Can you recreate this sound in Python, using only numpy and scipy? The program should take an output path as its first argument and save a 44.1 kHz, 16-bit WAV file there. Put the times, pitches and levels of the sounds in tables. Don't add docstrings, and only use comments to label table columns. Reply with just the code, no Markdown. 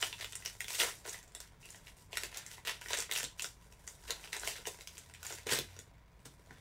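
import sys
import numpy as np
from scipy import signal
from scipy.fft import rfft, irfft, next_fast_len
from scipy.io import wavfile

SR = 44100
rng = np.random.default_rng(int(sys.argv[2]) if len(sys.argv) > 2 else 0)


def generate_wav(sig):
    pcm = np.round(np.clip(np.atleast_2d(sig).T, -1, 1) * 32767).astype(np.int16)
    wavfile.write(sys.argv[1], SR, pcm)


def boost(x):
    u = np.asarray(x, float) / 20
    return 10 ** u


N = 291368

# (f/Hz, width/Hz, level/dB)
RING_MODES = [(316, 190, -6), (417, 118, 3.5), (640, 270, 5), (973, 165, 0.5), (1480, 310, -1),
              (1940, 470, 1), (2750, 1220, -0.5), (3773, 950, -3), (4770, 490, -6.5), (5640, 660, -3.5),
              (6960, 2630, -1), (7810, 3700, -5), (11400, 18000, -12), (13000, 4300, -21),
              (15200, 2000, -28)]


def in_time(rows):
    s, *columns = np.transpose(rows)
    t = np.arange(N) / SR
    return np.array([np.interp(t, s, column) for column in columns])


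def rms_one(x):
    return x / np.sqrt(np.mean(x ** 2) + 1e-30)


def resonate(x, hz, width_hz):
    r = np.exp(-np.pi * width_hz / SR)
    top = [(1 - r * r) / 2, 0, (r * r - 1) / 2]
    bottom = [1, -2 * r * np.cos(2 * np.pi * hz / SR), r * r]
    return signal.lfilter(top, bottom, x)


def between(parts_db, hz):
    part_hz = 570, 2530, 8000
    place = np.interp(np.log(hz), np.log(part_hz), np.arange(3))
    shares = np.maximum(1 - abs(place - np.arange(3)), 0)
    return shares @ parts_db


def dying(clicks, t60):
    keep_per_sample = boost(-60 / (t60 * SR))
    return signal.lfilter([1], [1, -keep_per_sample], clicks + 1e-18)


def floor(noise_db=-64.5, deep_below_hz=72):
    # (f/Hz, level per Hz/dB)
    colour_points = [(15, -43), (25, -3.5), (59, -6), (175, -11.5), (236, -18.5), (277, -16.5), (335, -27),
                     (451, -27), (624, -27), (936, -31.5), (1040, -28.5), (2410, -28.5), (2610, -44),
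                     (7110, -73), (16000, -40)]
    # (f/Hz, width of each resonance/Hz, level/dB)
    hums = [(53.1, 7.7, -65.5), (126.7, 11, -74.5), (165.6, 20.5, -76), (975, 120, -78)]
    # (t/s, level/dB)
    rumble_dip = [(0.0, -0.5), (4.6, 1.5), (5.1, -7), (5.9, -2), (6.3, -3)]
    size = next_fast_len(N)
    hz = np.maximum(np.arange(size // 2 + 1) * SR / size, 1)
    point_hz, point_db = np.transpose(colour_points)
    colour = boost(np.interp(np.log(hz), np.log(point_hz), point_db))
    noise = irfft(rfft(rng.standard_normal(size)) * colour, size)[:N]
    out = boost(noise_db) * rms_one(noise)
    for hum_hz, width_hz, level_db in hums:
        once = resonate(rng.standard_normal(N), hum_hz, width_hz)
        out = out + boost(level_db) * rms_one(resonate(once, hum_hz, width_hz))
    low_pass = signal.butter(2, deep_below_hz, fs=SR, output="sos")
    deep = signal.sosfiltfilt(low_pass, out)
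    return out + deep * (boost(in_time(rumble_dip)[0]) - 1)


def unsteady_low_tone(waver=0.27):
    # (t/s, f/Hz, level/dB)
    tone_points = [(0.0, 101, -59.5), (1.0, 101, -65), (1.5, 100, -76), (2.1, 94, -66.5), (2.6, 90, -65),
                   (3.1, 90, -71.5), (4.2, 92, -72), (4.6, 80, -67.5), (5.0, 79, -63.5), (5.78, 92, -56),
                   (6.11, 105, -75), (6.61, 88, -60)]
    hz, level_db = in_time(tone_points)
    tremble = rms_one(resonate(rng.standard_normal(N), 7.3, 8.2))
    tone = np.sin(2 * np.pi * np.cumsum(hz) / SR)
    return boost(level_db) * (1 + waver * tremble) * tone


def response(tail_db=-5):
    # (t/s, level/dB)
    echoes = [(.0088, -11), (.0165, -16)]
    # (f/Hz, time to fall 60 dB/s)
    tail_bands = [(300, 0.22), (1000, 0.12), (3000, 0.22), (8000, 0.2), (14000, 0.017)]
    t = np.arange(SR // 3) / SR
    out = np.zeros(len(t))
    for s, level_db in echoes:
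        out[round(s * SR * rng.uniform(.97, 1.03))] = boost(level_db)
    arrived = np.clip(t / .009, 0, 1) ** 2
    for hz, t60 in tail_bands:
        shape = boost(-60 * t / t60) * arrived
        band = resonate(rng.standard_normal(len(t)), hz, hz)
        out += boost(tail_db) * band * shape / np.sqrt(np.sum(shape ** 2))
    return out


def room(x, count=10):
    turn = np.arange(N) // (SR // 125) % count
    out = x
    for k in range(count):
        out = out + signal.fftconvolve(x * (turn == k), response())[:N]
    return out


def knocks(rise_s=0.0014, deep_below_hz=300):
    # (t/s, strength/dB, deep modes re strength/dB)
    blows = [(0.83, -38.5, -37), (2.234, -48.5, -16.5), (2.985, -42, -22), (3.234, -46, -8),
             (4.098, -47, -18), (4.59, -52.5, -17), (4.671, -42.5, -19.5), (5.466, -37, -18.5),
             (5.521, -32.5, -12), (5.586, -36.5, -12), (5.789, -51.5, -11), (6.259, -59, 4.5),
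             (6.508, -49.5, -7.5)]
    # (f/Hz, time to fall 60 dB/s, level re strength/dB)
    table_modes = [(139, 0.19, 3), (268, 0.099, 5), (420, 0.039, 5), (467, 0.1, -6.5)]
    t, out = np.arange(SR // 6) / SR, np.zeros(N + SR)
    for s, blow_db, deep_db in blows:
        at = round(s * SR)
        for hz, t60, level_db in table_modes:
            strength_db = blow_db + level_db + deep_db * (hz < deep_below_hz)
            fading = boost(strength_db - 60 * t / t60)
            swing = np.sin(2 * np.pi * hz * t) * fading * (1 - np.exp(-t / rise_s))
            out[at:at + len(t)] += swing
    return out[:N]


def scrapes(width_hz=240.0, slips_per_s=89.0, ease_s=0.024):
    # (start t/s, length/s, f/Hz, level/dB)
    drags = [(1.106, 0.12, 1890, -65), (1.61, .07, 2710, -62), (6.52, 0.077, 1750, -71),
             (6.527, 0.079, 3470, -73)]
    t, out = np.arange(N) / SR, 0
    slipping = rng.random(N) < slips_per_s / SR
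    slips = rng.standard_normal(N) * (.1 + slipping * 8.0)
    for start, length, hz, level_db in drags:
        stroke = np.clip(np.minimum(t - start, start + length - t) / ease_s, 0, 1)
        ring = resonate(resonate(slips, hz, width_hz), hz, width_hz)
        out = out + boost(level_db) * stroke * rms_one(ring)
    return out


def stroke_levels():
    # (t/s, sheet ring level/dB, crackle re ring/dB)
    fidgeting = [(0.0, -74.5, 21.5), (.9, -67.5, 14), (1.5, -71, -10), (2.0, -70.5, -2), (2.8, -69.5, -11),
                 (3.55, -70, 3), (4.2, -65, 10), (5.0, -70.5, 11), (5.6, -72, -14), (5.9, -72.5, -35),
                 (6.25, -71, 0), (6.61, -69, -2)]
    # (start t/s, swell/s, hold/s, sheet ring level/dB, crackle re ring/dB)
    hand_strokes = [(0.0, 0.033, 0.0017, -34.5, -1.5), (0.12, .005, .002, -49, -13),
                    (.18, 0.031, 0.014, -41.5, -13), (0.329, 0.0055, 0.12, -56.5, -9),
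                    (0.441, 0.014, 0.016, -44, -3), (0.6, .008, 0.0031, -58, 15.5),
                    (0.676, 0.021, 0.1, -47.5, 11.5), (0.783, 0.0089, .005, -34, 6),
                    (0.799, 0.0087, 0.012, -28, -2), (0.812, 0.011, 0.06, -38, -0.5),
                    (1.034, .02, 0.024, -50, -10), (1.059, 0.011, 0.082, -50, 5),
                    (1.336, 0.021, 0.093, -55, -4), (1.595, 0.041, 0.14, -59, 4),
                    (1.83, 0.045, 0.008, -58, 0), (1.961, .02, 0.042, -66, 10),
                    (2.11, 0.05, 0.097, -46, -3.5), (2.316, 0.062, 0.0035, -40.5, -12),
                    (2.46, 0.077, 0.0051, -48, -0.5), (2.65, 0.039, 0.00072, -32, -12.5),
                    (2.808, 0.055, 0.012, -51.5, 5.5), (2.883, 0.013, 0.11, -37, -6),
                    (3.1, 0.024, .07, -41, -8), (3.151, 0.017, 0.006, -48, 15.5),
                    (3.235, 0.025, 0.03, -54, -13), (3.376, 0.024, 0.051, -50.5, 8),
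                    (3.593, 0.19, .01, -78, -22), (3.867, 0.0024, .02, -61.5, 16.5),
                    (3.978, 0.12, .01, -56.5, -6), (4.075, 0.022, 0.017, -41, -13),
                    (4.192, .06, .002, -49.5, -22), (4.321, 0.0042, 0.023, -37.5, -5.5),
                    (4.392, .03, .01, -49, 5), (4.448, 0.05, 0.00069, -36.5, 0.5),
                    (4.556, 0.0047, 0.0016, -40, -20), (4.659, 0.011, 0.0011, -41.5, 7),
                    (4.74, 0.064, 0.03, -58, -6), (4.875, 0.023, 0.14, -59, -1),
                    (5.108, 0.3, .01, -54.5, -7), (5.234, 0.1, 0.0049, -41.5, -1.5),
                    (5.46, 0.011, 0.064, -32.5, -14.5), (5.508, 0.013, 0.0055, -31.5, 3.5),
                    (5.55, 0.017, 0.0014, -35.5, -6), (5.63, 0.033, 0.098, -58.5, -7),
                    (5.787, 0.01, 0.007, -58.5, 1), (6.25, 0.0088, .002, -51, -1),
                    (6.484, 0.0085, 0.093, -65, -18)]
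    fidget_thump_db = 1.5
    swell_db, fade_db_per_s = 8, 273
    thump_db, thump_follows = -16.5, 0.32
    t = np.arange(0, N + 32, 32) / SR
    s, ring_db, bright_db = np.transpose(fidgeting)
    ring_db, bright_db = np.interp(t, s, ring_db), np.interp(t, s, bright_db)
    parts_db = np.array([fidget_thump_db + 0 * t, 0 * t, bright_db])
    power = boost(2 * (ring_db + parts_db))
    for start, swell, hold, level_db, bright_db in hand_strokes:
        rising = swell_db * np.minimum((t - start) / max(swell, 1 / SR) - 1, 0)
        fading = fade_db_per_s * np.maximum(t - start - swell - hold, 0)
        parts_db = np.array([[thump_db + thump_follows * bright_db], [0], [bright_db]])
        power += boost(2 * parts_db) * boost(2 * (level_db + rising - fading)) * (t >= start)
    every_sample = np.arange(N) / SR
    return np.array([np.interp(every_sample, t, part) for part in 10 * np.log10(power)])


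def rustle(lift_db=-4.5, per_s=800.0, size_db=4.5, grain_t60=0.012, rub=0.3):
    parts_db = stroke_levels()
    giving = rng.random(N) < per_s / SR
    sizes = boost(size_db * np.minimum(rng.exponential(1, N), 3)) * giving
    rough, out = rng.standard_normal((2, N)), 0
    for k, (hz, width_hz, level_db) in enumerate(RING_MODES):
        favoured = sizes * rng.exponential(1, N)
        grains = rms_one(dying(favoured, grain_t60)) + rub
        strength_db = lift_db + level_db + between(parts_db, hz)
        push = boost(strength_db) * grains * rough[k % 2]
        out = out + resonate(push, hz, width_hz) * np.sqrt(2000 / width_hz)
    return out


def snaps(lift_db=7.5, spread_db=3.0, burst_t60=0.017, burst=0.26, favour_db=8.5, favour_octaves=0.26):
    # (t/s, sheet ring level/dB, low thump re ring/dB, bright crack re ring/dB,
    # favoured f/Hz)
    creases = [(0.0122, -39, -15, 6, 7920), (0.0258, -15, -20.5, -16, 1950), (0.1273, -30.5, -24, -8, 2810),
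               (0.182, -43, -25, -2, 2880), (0.199, -36.5, -9.5, -8, 3980), (0.2234, -35, -8, -14, 1990),
               (0.2441, -27.5, -18, -5.5, 2060), (0.3229, -35, -23, -4, 7640),
               (0.3309, -34.5, -24, -9, 3570), (0.3533, -32.5, -21, 1.5, 8000),
               (0.4228, -44.5, -12, -2, 2080), (0.45, -40, -20, 4, 9240), (0.4589, -28, -21, 2, 5450),
               (0.5506, -47, -10, -9, 1920), (0.605, -29.5, -26, 1, 2020), (0.6435, -28.5, -21, -8, 1990),
               (0.6816, -36.5, -15, 4, 2750), (0.7039, -30, -17, -8, 2760), (0.7365, -37, -33, -7, 3050),
               (0.7483, -27, -29, 1.5, 3700), (0.7524, -35, -27, 0, 2890), (0.7874, -34, -25, -6, 3280),
               (0.7991, -20, -24, -16, 2700), (0.8057, -22, -19, -14, 2680),
               (0.8164, -21.5, -15.5, -18, 2670), (1.052, -36.5, -8.5, -7, 1380),
               (1.059, -39, -2, -19, 1690), (1.0765, -40.5, -1, -1, 6640), (1.0889, -42, -16, 2, 6330),
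               (1.0931, -38, -14.5, 7, 7400), (1.1288, -44.5, -15, 9, 8450), (1.1434, -37, -12, -13, 1750),
               (1.1886, -49, -17, 5, 1920), (1.228, -52, -15, 8, 1920), (1.278, -61.5, -4, 13, 926),
               (1.3197, -54, -13, 6, 1500), (1.349, -41.5, -6, 4, 8100), (1.3606, -50, -4, -4, 7830),
               (1.4026, -35.5, -15, 2, 6300), (1.6273, -53, -10, -8, 2730), (1.655, -43, -12, 4, 1940),
               (1.703, -50, -12, 8, 8100), (1.7449, -41, -8, -26, 2500), (1.7585, -54, -18, 3, 6870),
               (1.8692, -36, -27, -14, 3540), (1.9676, -60, -15, 0, 6840), (2.1294, -32.5, -6, -6, 3670),
               (2.155, -36, -18, -7, 2180), (2.171, -24.5, -16, 0, 1940), (2.2342, -29, -12.5, 1.5, 2090),
               (2.3262, -42, -8, -8, 1970), (2.3446, -34, -23, -6, 3430), (2.3715, -35.5, -20, 4, 4150),
               (2.4633, -44.5, -19, 5, 1960), (2.5132, -39.5, -26, -1, 1770),
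               (2.58, -41.5, -5.5, -30, 1040), (2.6497, -40, -10, -6, 6990), (2.66, -53, -19, -8, 2806),
               (2.6723, -27.5, -13, -3, 1750), (2.6779, -27, -21, -8, 2860),
               (2.6927, -26.5, -19, -16, 1950), (2.8123, -48, 1, 7, 2730), (2.8176, -35, -20.5, -17, 1740),
               (2.8593, -36, -8, -18, 1940), (2.8845, -40, -17, -5, 1910), (2.9051, -23.5, -14.5, -7, 980),
               (2.932, -24, -12, -3, 5460), (2.9451, -28, -19, -7, 6780), (2.972, -33, -13, 2, 6560),
               (2.9757, -30, -23, -6, 6500), (2.9861, -33, -16, 0.5, 8180), (3.0026, -36, -22, 10.5, 5700),
               (3.0225, -31, -27, -4, 6430), (3.0932, -35, -10, -19, 1700), (3.1123, -28, -15, 0, 1900),
               (3.1217, -23.5, -21, -0.5, 4060), (3.1347, -32.5, -21, 1, 7700),
               (3.1597, -23, -22, -5, 2600), (3.185, -40, -23, 0, 7100), (3.1987, -31, -11, -3, 6830),
               (3.205, -30.5, -17, -8, 2200), (3.2299, -33, -7.5, 6.5, 2880),
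               (3.2401, -31.5, -15, -1, 6800), (3.2477, -28.5, -27, -11, 3920),
               (3.3949, -28, -20, -3.5, 2520), (3.4212, -33.5, -26, 3.5, 7300),
               (3.4432, -26.5, -18, -2.5, 5660), (3.6234, -60, -19, 6, 958), (3.7234, -50.5, -12, 5, 912),
               (3.8756, -32, -26, -7.5, 7100), (4.0522, -43.5, -16, -10, 1480),
               (4.0975, -37.5, 2.5, -10, 2110), (4.1059, -21.5, -18, -4, 3800),
               (4.1949, -45, -5, -12, 1900), (4.2395, -40.5, -18, -8, 2710), (4.2742, -49.5, 1.5, -7, 2720),
               (4.3291, -27.5, -22, 0, 1920), (4.3585, -41, -5, -10, 1900),
               (4.3659, -32.5, -6.5, 2.5, 1820), (4.3964, -51, -10, 8, 7500),
               (4.4328, -35, -3.5, -11, 1360), (4.4471, -38, -10, 5, 2070),
               (4.4738, -21, -14.5, -1.5, 2210), (4.5556, -30, -22, -11, 2060),
               (4.6539, -33, -17, -11, 2120), (4.6703, -31.5, -9, 0, 7300), (4.7438, -43.5, -7, -14, 2030),
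               (4.787, -49, 0, 0, 1910), (4.8084, -43, -15, 3, 1950), (4.8731, -35, -31, 5, 5540),
               (4.9796, -42.5, -16, 3, 7500), (5.0972, -44, -16, -8, 1480), (5.1375, -45, -22, 2.5, 2100),
               (5.1475, -42.5, -23, -1, 2910), (5.2292, -37, -17, 3.5, 1480), (5.2659, -41, -16, 8, 8590),
               (5.295, -53, -21, -13, 7300), (5.305, -35.5, -5.5, -25, 1480), (5.3235, -35, -8, 0.5, 6150),
               (5.3841, -38.5, -14.5, -1, 1860), (5.4683, -33.5, -1, -1, 1820), (5.493, -27, -16, -7, 2150),
               (5.514, -25.5, -15, 0, 3470), (5.5225, -21.5, -21, 2, 1480), (5.542, -44, -17, -12, 2180),
               (5.5875, -23, -18, -1.5, 4100), (5.7454, -60, -10, -4, 1990), (5.7643, -46.5, -4, -1, 4790),
               (5.7898, -38.5, -23, 0, 3070), (6.2546, -41, -14, -5, 5930), (6.4603, -53, -25, -4, 1020),
               (6.5076, -38.5, -8, -22, 1480), (6.548, -58, -3, -15, 1720), (6.5745, -57, -4, -17, 1780)]
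    s, ring_db, thump_db, crack_db, own_hz = np.transpose(creases)
    parts_db = np.array([thump_db, 0 * s, crack_db])
    at = np.round((s + .0004) * SR).astype(int)
    chance = rng.standard_normal((len(s), len(RING_MODES), 2))
    rough, out = rng.standard_normal((2, N)), 0
    for k, (hz, width_hz, level_db) in enumerate(RING_MODES):
        near = np.exp(-(np.log2(hz / own_hz) / favour_octaves) ** 2)
        strength_db = lift_db + ring_db + between(parts_db, hz) + level_db + favour_db * near
        clicks = np.zeros(N)
        clicks[at] = boost(strength_db + spread_db * chance[:, k, 0])
        tearing = burst * width_hz / 1000 * dying(clicks, burst_t60) * rough[k % 2]
        clicks[at] *= np.sign(chance[:, k, 1])
        soft = resonate(clicks + tearing, hz, width_hz)
        out = out + resonate(soft, hz, width_hz) * 2000 / width_hz
    return out


def scene():
    bass_cut = signal.butter(4, 330.0, "high", fs=SR, output="sos")
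    sheets = signal.sosfilt(bass_cut, snaps() + rustle() + scrapes())
    mono = room(sheets + knocks()) + floor() + unsteady_low_tone()
    return np.array([mono, mono])


def band_limit(x):
    return signal.sosfilt(signal.butter(12, 16810, fs=SR, output="sos"), x)


def record(dry):
    top_cut = signal.cheby2(14, 34, 16000, fs=SR, output="sos")
    finished = signal.sosfilt(top_cut, dry)
    return band_limit(finished)


dry = scene()
out = record(dry)
generate_wav(out)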